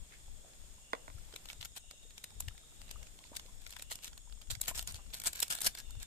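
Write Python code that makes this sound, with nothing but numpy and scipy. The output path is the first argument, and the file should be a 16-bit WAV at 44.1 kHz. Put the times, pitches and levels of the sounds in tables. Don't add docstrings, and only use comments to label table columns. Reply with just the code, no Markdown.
import sys
import numpy as np
from scipy import signal
from scipy.fft import rfft, irfft, next_fast_len
from scipy.io import wavfile
from scipy.ndimage import map_coordinates

SR = 44100
rng = np.random.default_rng(int(sys.argv[2]) if len(sys.argv) > 2 else 0)


def digitize_waveform(pressure):
    field = np.atleast_2d(pressure).T
    bounded = np.clip(field, -1, 1)
    quanta = np.round(bounded * 32767).astype(np.int16)
    wavfile.write(sys.argv[1], SR, quanta)


N = 267246
TIME = np.arange(N) / SR

# start in seconds, rise in seconds, hold in seconds, level at full force in dB.
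SQUEEZE_ROWS = [(1.482, 0.0063, 0.028, -52), (1.601, .008, 0.04, -59), (1.752, 0.014, 0.0071, -46.5),
                (3.342, 0.022, 0.0042, -48), (3.6, 0.08, 0.14, -61), (3.899, 0.019, 0.0066, -38),
                (4.02, 0.025, 0.034, -48.5), (4.5, 0.0033, 0.023, -40), (4.623, 0.0079, .026, -47.5),
                (4.67, 0.016, 0.016, -37), (4.739, 0.025, .034, -40), (4.874, 0.0033, .04, -48.5),
                (4.941, .012, 0.0042, -43.5), (5.131, 0.0045, .045, -48.5), (5.24, 0.0284, 0.009, -29.5),
                (5.328, 0.033, 0.049, -49), (5.419, 0.0081, 0.0067, -35), (5.496, 0.01, 0.02, -32),
                (5.535, 0.0052, .055, -46.5), (5.614, .046, 0.0092, -29), (5.766, 0.014, .02, -46.5),
                (5.987, 0.029, 0.023, -52.5)]
USUAL_DB = -44.5


def amp(db):
    return 10 ** (np.asarray(db) / 20)


def unit(x):
    return x / np.sqrt(np.mean(x ** 2) + 1e-20)


def sides(db):
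    return unit(amp([[db / 2], [-db / 2]]))


def along(points, hz):
    f, v = np.transpose(points)
    return np.interp(np.log(hz + 1), np.log(f + 1), v)


def curve(rows):
    return np.interp(TIME, *np.transpose(rows))


def wobble(rate):
    knots = rng.standard_normal(int(N * rate / SR) + 4)
    return map_coordinates(knots, [TIME * rate])


def filtered(x, response):
    n = x.shape[-1]
    m = next_fast_len(n + 4096)
    f = np.fft.rfftfreq(m, 1 / SR)
    return irfft(rfft(x, m) * response(f), m)[..., :n]


def causal(gain):
    cepstrum = irfft(np.log(np.maximum(unit(gain), 1e-6)))
    half = len(cepstrum) // 2
    folded = np.r_[cepstrum[0], 2 * cepstrum[1:half], np.zeros(half)]
    return np.exp(rfft(folded))


def body(modes, f):
    h = 0
    for k, (centre, width, db) in enumerate(modes):
        resonance = 1j * f * width / (centre * centre - f * f + 1j * f * width)
        h = h + (-1) ** k * amp(db) * resonance
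    return h / np.sqrt(np.mean(abs(h) ** 2))


def noise(gain, size=N):
    return unit(filtered(rng.standard_normal((2, size)), gain))


def band(hz, width, size=N):
    return noise(lambda f: np.exp(-2 * np.log(2) * ((f - hz) / width) ** 2), size)


def add(track, s, sound):
    part = track[:, max(round(s * SR), 0):][:, :sound.shape[-1]]
    part += sound[..., :part.shape[-1]]


def crack(t60, scatter_db, scatter_t60):
    t = np.arange(4096) / SR
    shape = amp(-60 * t / t60) + amp(scatter_db - 60 * t / scatter_t60)
    return shape * rng.standard_normal((2, len(t)))


def as_blow(x):
    return x * np.sqrt(2 * .004 * SR / np.sum(x ** 2))


def facet(f, uneven_db):
    knots = np.arange(0, 17000, 350)
    depth_db = uneven_db * np.minimum(f / 1500, 1)
    heights = rng.standard_normal(len(knots)).clip(-1.7, 1.7)
    return amp(depth_db * np.interp(f, knots, heights))


def draught():
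    # peak in seconds, length in seconds, level in dB.
    gust_rows = [(.01, 0.052, -45), (0.317, 0.18, -50.5), (.63, 0.13, -56), (1.17, 0.23, -50),
                 (1.64, 0.27, -54.5), (2.435, 0.19, -44.5), (2.825, 0.12, -51.5), (2.985, 0.24, -48.5),
                 (3.585, 0.25, -55), (4.341, 0.1, -49), (4.514, 0.076, -42), (4.755, 0.2, -49.5),
                 (4.943, 0.14, -46), (5.086, 0.066, -45), (5.24, 0.18, -53.5), (5.68, 0.055, -51),
                 (5.949, 0.22, -45.5)]
    # middle in seconds, level in dB, pitch in Hz.
    bump_rows = [(1.155, -43, 89), (1.603, -49.5, 98), (2.483, -35.5, 84.4), (4.528, -38.5, 85),
                 (4.577, -43.5, 100), (4.948, -40.5, 67.4), (5.975, -40.5, 96)]
    # frequency in Hz, density in dB per Hz (relative).
    rumble_colour = [(12, -13.5), (20, 8.5), (67, -3), (85, -9.5), (167, -21), (260, -26.5), (340, -48),
                     (570, -120)]
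    calm_db, calm_wander_db = -62, 4.5
    gust_power = 0
    for s, length, db in gust_rows:
        gust_power = gust_power + amp(db) ** 2 * np.exp(-2 * (2 * (TIME - s) / length) ** 2)
    calm = amp(calm_db + calm_wander_db * wobble(10))
    flow = np.sqrt(calm ** 2 + gust_power)
    lows = flow * noise(lambda f: amp(along(rumble_colour, f)))
    for s, db, hz in bump_rows:
        cycles = (TIME - s) * hz
        lows += amp(db) * np.sin(2 * np.pi * cycles) * np.exp(-2 * cycles ** 2)
    return sides(13.2) * lows


def hush():
    # frequency in Hz, density in dB per Hz (relative).
    hush_colour = [(30, 20), (200, 5), (330, 1), (620, -0.5), (1100, -7), (2200, -6), (4200, -5.5),
                   (6000, -9.5), (10300, -12), (12500, -8), (14200, -13), (14600, -16)]
    middle, side = noise(lambda f: amp(along(hush_colour, f)))
    side = filtered(side, lambda f: amp(along([(300, -5), (1200, 1)], f)))
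    level = amp(-65.0 + 2.1 * wobble(4.54))
    return level * np.array([middle + side, middle - side])


def call(start, length):
    fade_s = 0.13
    return np.clip(np.minimum(TIME - start, start + length - TIME) / fade_s, 0, 1)


def insects():
    # pitch in Hz, width in Hz, level in dB, mean pulses a second, left minus right in dB.
    chorus_rows = [(2790, 240, -85, 10, -8), (3415, 320, -74.5, 21, -1.5), (5310, 340, -76, 56, -1),
                   (6730, 320, -72.5, 23, -0.5), (7150, 39, -73.5, 60, -18), (7600, 1800, -68, 108, 2.5),
                   (8300, 1370, -70, 80, 10), (9180, 790, -76, 83, -5)]
    # pitch in Hz, width in Hz, level in dB, first call, period, call length in seconds.
    chirper_rows = [(2830, 210, -70, 0.74, 1.003, 0.37), (6680, 180, -73, 0.36, 1.23, .76)]
    # start in seconds, pitch in Hz, level in dB.
    buzz_rows = [(-0.8, 3530, -83), (1.4, 3723, -71.5), (6, 3560, -65), (5.55, 3610, -66.5)]
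    buzz_s, buzz_width_hz, waver_db = 1.58, 73, 1.5
    out = np.zeros((2, N))
    for hz, width, db, rate, pan_db in chorus_rows:
        trill = 1 + 0.28 * np.sin(2 * np.pi * rate * TIME + 2 * wobble(5.7))
        out += amp(db + 0.37 * wobble(2.9)) * sides(pan_db) * trill * band(hz, width)
    waver = amp(waver_db * wobble(14))
    for hz, width, db, first, period, length in chirper_rows:
        calls = sum(call(s, length) for s in np.arange(first, N / SR, period))
        out += amp(db) * calls * band(hz, width)
    for start, hz, db in buzz_rows:
        out += amp(db) * waver * call(start, buzz_s) * band(hz, buzz_width_hz)
    return out


def rustles():
    # middle in seconds, length in seconds, level in dB, pitch in Hz.
    rustle_rows = [(0.139, 0.064, -62.5, 2080), (0.468, 0.21, -70, 530), (1.007, 0.15, -64, 504),
                   (3.023, 0.079, -65.5, 624), (3.262, 0.061, -65, 4100), (3.339, 0.023, -58.5, 880),
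                   (4.997, 0.028, -60.5, 898)]
    out = np.zeros((2, N))
    for s, length, db, hz in rustle_rows:
        swell = np.exp(-(2 * (TIME - s) / length) ** 2) * amp(3.1 * wobble(250))
        out += amp(db) * swell * noise(lambda f: body([(hz, 0.42 * hz, 0)], f))
    return out


def broth(t60, rise):
    # start in seconds, level in dB, starting pitch in Hz.
    plop_rows = [(.447, -53.5, 650), (1.338, -48, 413), (2.959, -49.5, 1170), (3.025, -63, 600),
                 (3.317, -49, 258), (3.318, -49.5, 570), (3.456, -57.5, 490), (4.274, -58, 904),
                 (4.712, -43.5, 620), (4.713, -42.5, 940)]
    out = np.zeros((2, N))
    t = np.arange(SR // 10) / SR
    simmer = [(when * N / SR, -67 + 9 * size, 330 * 5 ** pitch) for when, size, pitch in rng.random((45, 3))]
    for s, db, hz in list(plop_rows) + simmer:
        envelope = amp(db - 60 * t / t60) * (1 - np.exp(-t / 0.00011))
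        add(out, s, envelope * np.sin(2 * np.pi * hz * t * (1 + rise * t)))
    return out * sides(-5.2)


def firewood(count, right_lead):
    # start in seconds, level over 4 ms in dB.
    pop_rows = [(0.9321, -28.5), (0.9497, -43.5), (1.079, -46), (1.1, -51.5), (2.2399, -56), (2.482, -63),
                (3.914, -42.5)]
    # frequency in Hz, width in Hz, level in dB.
    wood_modes = [(273, 48, -2), (471, 39, 0), (636, 56, 2.5), (1030, 190, 2.5), (1480, 156, -1.5),
                  (2000, 200, -2), (2550, 69, -15.5), (3400, 190, -9), (6230, 630, -34)]
    out = np.zeros((2, N))
    lag_s = np.array([[right_lead], [0]])
    for s, db in pop_rows:
        burst = crack(t60=.014, scatter_db=-20, scatter_t60=.05)
        burst[:, 30] += 14
        knock = filtered(burst, lambda f: body(wood_modes, f) * np.exp(-2j * np.pi * f * lag_s))
        add(out, s, amp(db) * sides(-1.3) * as_blow(knock))
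    for when, size, side in rng.random((count, 3)):
        burst = crack(t60=.005, scatter_db=-12, scatter_t60=.025)
        tick = filtered(burst, lambda f: causal(facet(f, uneven_db=5) / (1 + f / 2500)))
        add(out, when * N / SR, amp(-67 + 9 * size ** 2) * sides(6 * (side - .5)) * as_blow(tick))
    return out


def foil_colour(f, treble_db, uneven_db):
    # frequency in Hz, density in dB per Hz (relative).
    foil_curve = [(150, -6), (300, -12), (550, -9.5), (1000, -6.5), (1500, -7), (2200, -7), (3500, -0.5),
                  (4300, -1), (6000, -2.5), (7600, 3), (9000, -0.5), (10300, -5), (12000, -3),
                  (14200, -3.5)]
    tilt = [(700, -.3 * treble_db), (3000, -.5 * treble_db), (10000, .5 * treble_db)]
    return causal(amp(along(foil_curve, f) + along(tilt, f)) * facet(f, uneven_db))


def squeeze_treble(db):
    return -4 + 0.31 * (db - USUAL_DB)


def stray_creases(count):
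    from_s, level_db, treble_db = 1.3, -55, -16
    when, size, side = rng.random((count, 3)).T
    times = from_s + when * (N / SR - from_s)
    return [(s, level_db + 5 * (z - .5), treble_db, 8 * (p - .5)) for s, z, p in zip(times, size, side)]


def small_creases(count):
    gap_s, settle_s = .022, .004
    crease_db, grows, spread_db = -46.5, 0.53, 3.5
    rows = []
    for start, rise, hold, db in SQUEEZE_ROWS:
        times = start + gap_s * (np.arange(count) + rng.random(count))
        level_db = crease_db + grows * (db - USUAL_DB)
        for s, (size, colour, side) in zip(times, rng.standard_normal((count, 3)).clip(-2, 2)):
            if s < start + rise + hold + settle_s:
                rows.append((s, level_db + spread_db * size, squeeze_treble(db) + 5 * colour, 1 + 4 * side))
    return rows


def snaps(rows, creak_db, creak_rise_db, t60, scatter_db, uneven_db):
    out = np.zeros((2, N))
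    lead = SR // 200
    for s, db, treble_db, pan_db in rows:
        creak = amp(creak_db + np.linspace(-creak_rise_db, 0, lead)) * rng.standard_normal((2, lead))
        click = crack(t60, scatter_db, scatter_t60=.021)
        click[:, 24] += rng.choice([-1, 1]) * 3.5
        snap = filtered(np.hstack([creak, click]), lambda f: foil_colour(f, treble_db, uneven_db))
        add(out, s - lead / SR, amp(db) * sides(pan_db) * as_blow(snap))
    return out


def crumpling(rate, spread_db, rub, count, uneven_db):
    usual_swell_db, swell_grows = 16, 0.47
    sag_db, release_db_per_s = 0.5, 917
    catch_db, catches_per_s = 3, 109.6
    out = np.zeros((2, N))
    t = np.arange(SR // 3) / SR
    for start, rise, hold, db in SQUEEZE_ROWS:
        density = rate * amp(.7 * (db - USUAL_DB))
        stream = 0
        for _ in range(count):
            hits = rng.random(len(t)) < density / count / SR
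            buckles = hits * amp(spread_db * np.minimum(rng.exponential(size=len(t)), 2))
            buckles = buckles + rub * rng.standard_normal(len(t))
            click = crack(t60=.002, scatter_db=-18, scatter_t60=.012)
            grains = signal.fftconvolve(buckles[None], click, axes=1)[:, :len(t)]
            stream = stream + filtered(grains, lambda f: foil_colour(f, squeeze_treble(db), uneven_db))
        swell_db = usual_swell_db + swell_grows * (db - USUAL_DB)
        force_db = np.interp(t, [0, rise, rise + hold], [-swell_db, 0, -sag_db])
        force_db = force_db - release_db_per_s * np.maximum(t - rise - hold, 0)
        grip = rng.standard_normal(len(t)).clip(-2, 2)
        catching = amp(catch_db * map_coordinates(grip, [t * catches_per_s], order=1))
        add(out, start, amp(db + force_db) * unit(catching * stream))
    return out * sides(0.84)


def sachet():
    # click in seconds, level over 4 ms in dB, treble over mids in dB,
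    # left minus right in dB.
    snap_rows = [(1.34, -49, -20, -1), (1.3618, -40, -7.5, 4), (1.4569, -47, -11, 5), (1.4878, -46, -12, 5),
                 (1.501, -42, -26, -3), (1.531, -47, -9, -2), (1.612, -42.5, -17, -0.5),
                 (1.628, -43.5, -16, 7), (1.65, -40.5, -1, 4), (1.6559, -41, -1, 4),
                 (1.767, -46.5, -28, 11), (1.9113, -45, -10.5, -1.5), (2.1802, -45, -8, 5),
                 (2.2418, -38, -1, 2.5), (2.4053, -32, 9.5, 0.5), (2.4838, -40, -13.5, 2),
                 (2.8167, -48.5, -13, 6), (2.912, -41, -7, 1), (3.03, -50, -14, 1), (3.368, -34, -3, 5),
                 (3.3967, -45, -9, -3), (3.6657, -44.5, -18, 2.5), (3.7065, -44.5, 1, 4),
                 (3.7262, -46.5, -11, -1), (3.7662, -43.5, -13, 8), (3.7963, -45.5, -8, 1),
                 (3.8234, -39, -1, 3.5), (3.956, -40, -0.5, -1), (4.045, -38.5, 1, 0),
                 (4.178, -48, -5.5, 0), (4.416, -51.5, -10, 6), (4.5033, -45.5, -16, -10),
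                 (4.5133, -39.5, -4, -7), (4.5522, -41.5, -11, -3), (4.615, -26.5, 9.5, 2),
                 (4.6817, -27.5, 1, 1), (4.793, -35, -4.5, 1), (4.8268, -40.5, 2, 0),
                 (4.8748, -35.5, 3, -0.5), (4.9226, -43, 9, -1), (5.1369, -42.5, -18, 4),
                 (5.1429, -37, 1.5, 2), (5.2006, -39.5, 0, 0), (5.218, -42.5, -4, -2),
                 (5.2382, -39.5, 1, 6), (5.2714, -26.5, 6.5, 5), (5.3315, -40.5, 3.5, 2),
                 (5.358, -39.5, 7, 3), (5.403, -29, 12.5, 4), (5.4286, -25.5, 1, -30), (5.4818, -43, 3, 1),
                 (5.504, -35.5, 1, 7), (5.5519, -33.5, 5, 7), (5.6063, -38, 9, -7), (5.6165, -31, 5, 8),
                 (5.6707, -27, -7, -6), (5.7513, -41.5, -5.5, 1), (5.7873, -42, 0, -1),
                 (5.9076, -47, 7, -1), (6.0297, -40.5, 4, 0)]
    # frequency in Hz, width in Hz, level in dB.
    pot_modes = [(690, 58, -9), (1150, 113, -7.5), (1426, 106, -11), (1650, 75, 1.5), (2270, 70, -7)]
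    # time in seconds, level in dB.
    over_pot = [(0, -21.5), (4.9, -18.5), (5.3, -12), (5.65, -11)]
    uneven_db = 3.5
    foil = crumpling(rate=480, spread_db=3, rub=0.038, count=4, uneven_db=uneven_db)
    creases = list(snap_rows) + stray_creases(count=22) + small_creases(count=12)
    foil += snaps(creases, creak_db=-4, creak_rise_db=16, t60=0.0057, scatter_db=-2.5, uneven_db=uneven_db)
    in_pot = filtered(foil * amp(curve(over_pot)), lambda f: body(pot_modes, f))
    return foil + sides(-7.5) * in_pot


def clearing(x, t60):
    t = np.arange(SR // 3) / SR
    tail = rng.standard_normal((2, len(t))) * amp(-60 * t / t60) * (1 - np.exp(-t / 0.00077))
    return signal.fftconvolve(x, tail / np.linalg.norm(tail[0]), axes=1)[:, :N]


def scene():
    night = draught() + hush() + insects()
    near = rustles() + broth(t60=0.032, rise=6.4) + firewood(count=36, right_lead=.00045) + sachet()
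    return near + amp(-15.0) * clearing(near, t60=0.13) + night


def record(dry):
    top_hz = 16400
    roll_off = [(14200, 1.0), (14800, -22.0), (16400, -38)]  # (Hz, dB)
    return filtered(dry, lambda f: amp(along(roll_off, f)) * (f < top_hz))


dry = scene()
out = record(dry)
digitize_waveform(out)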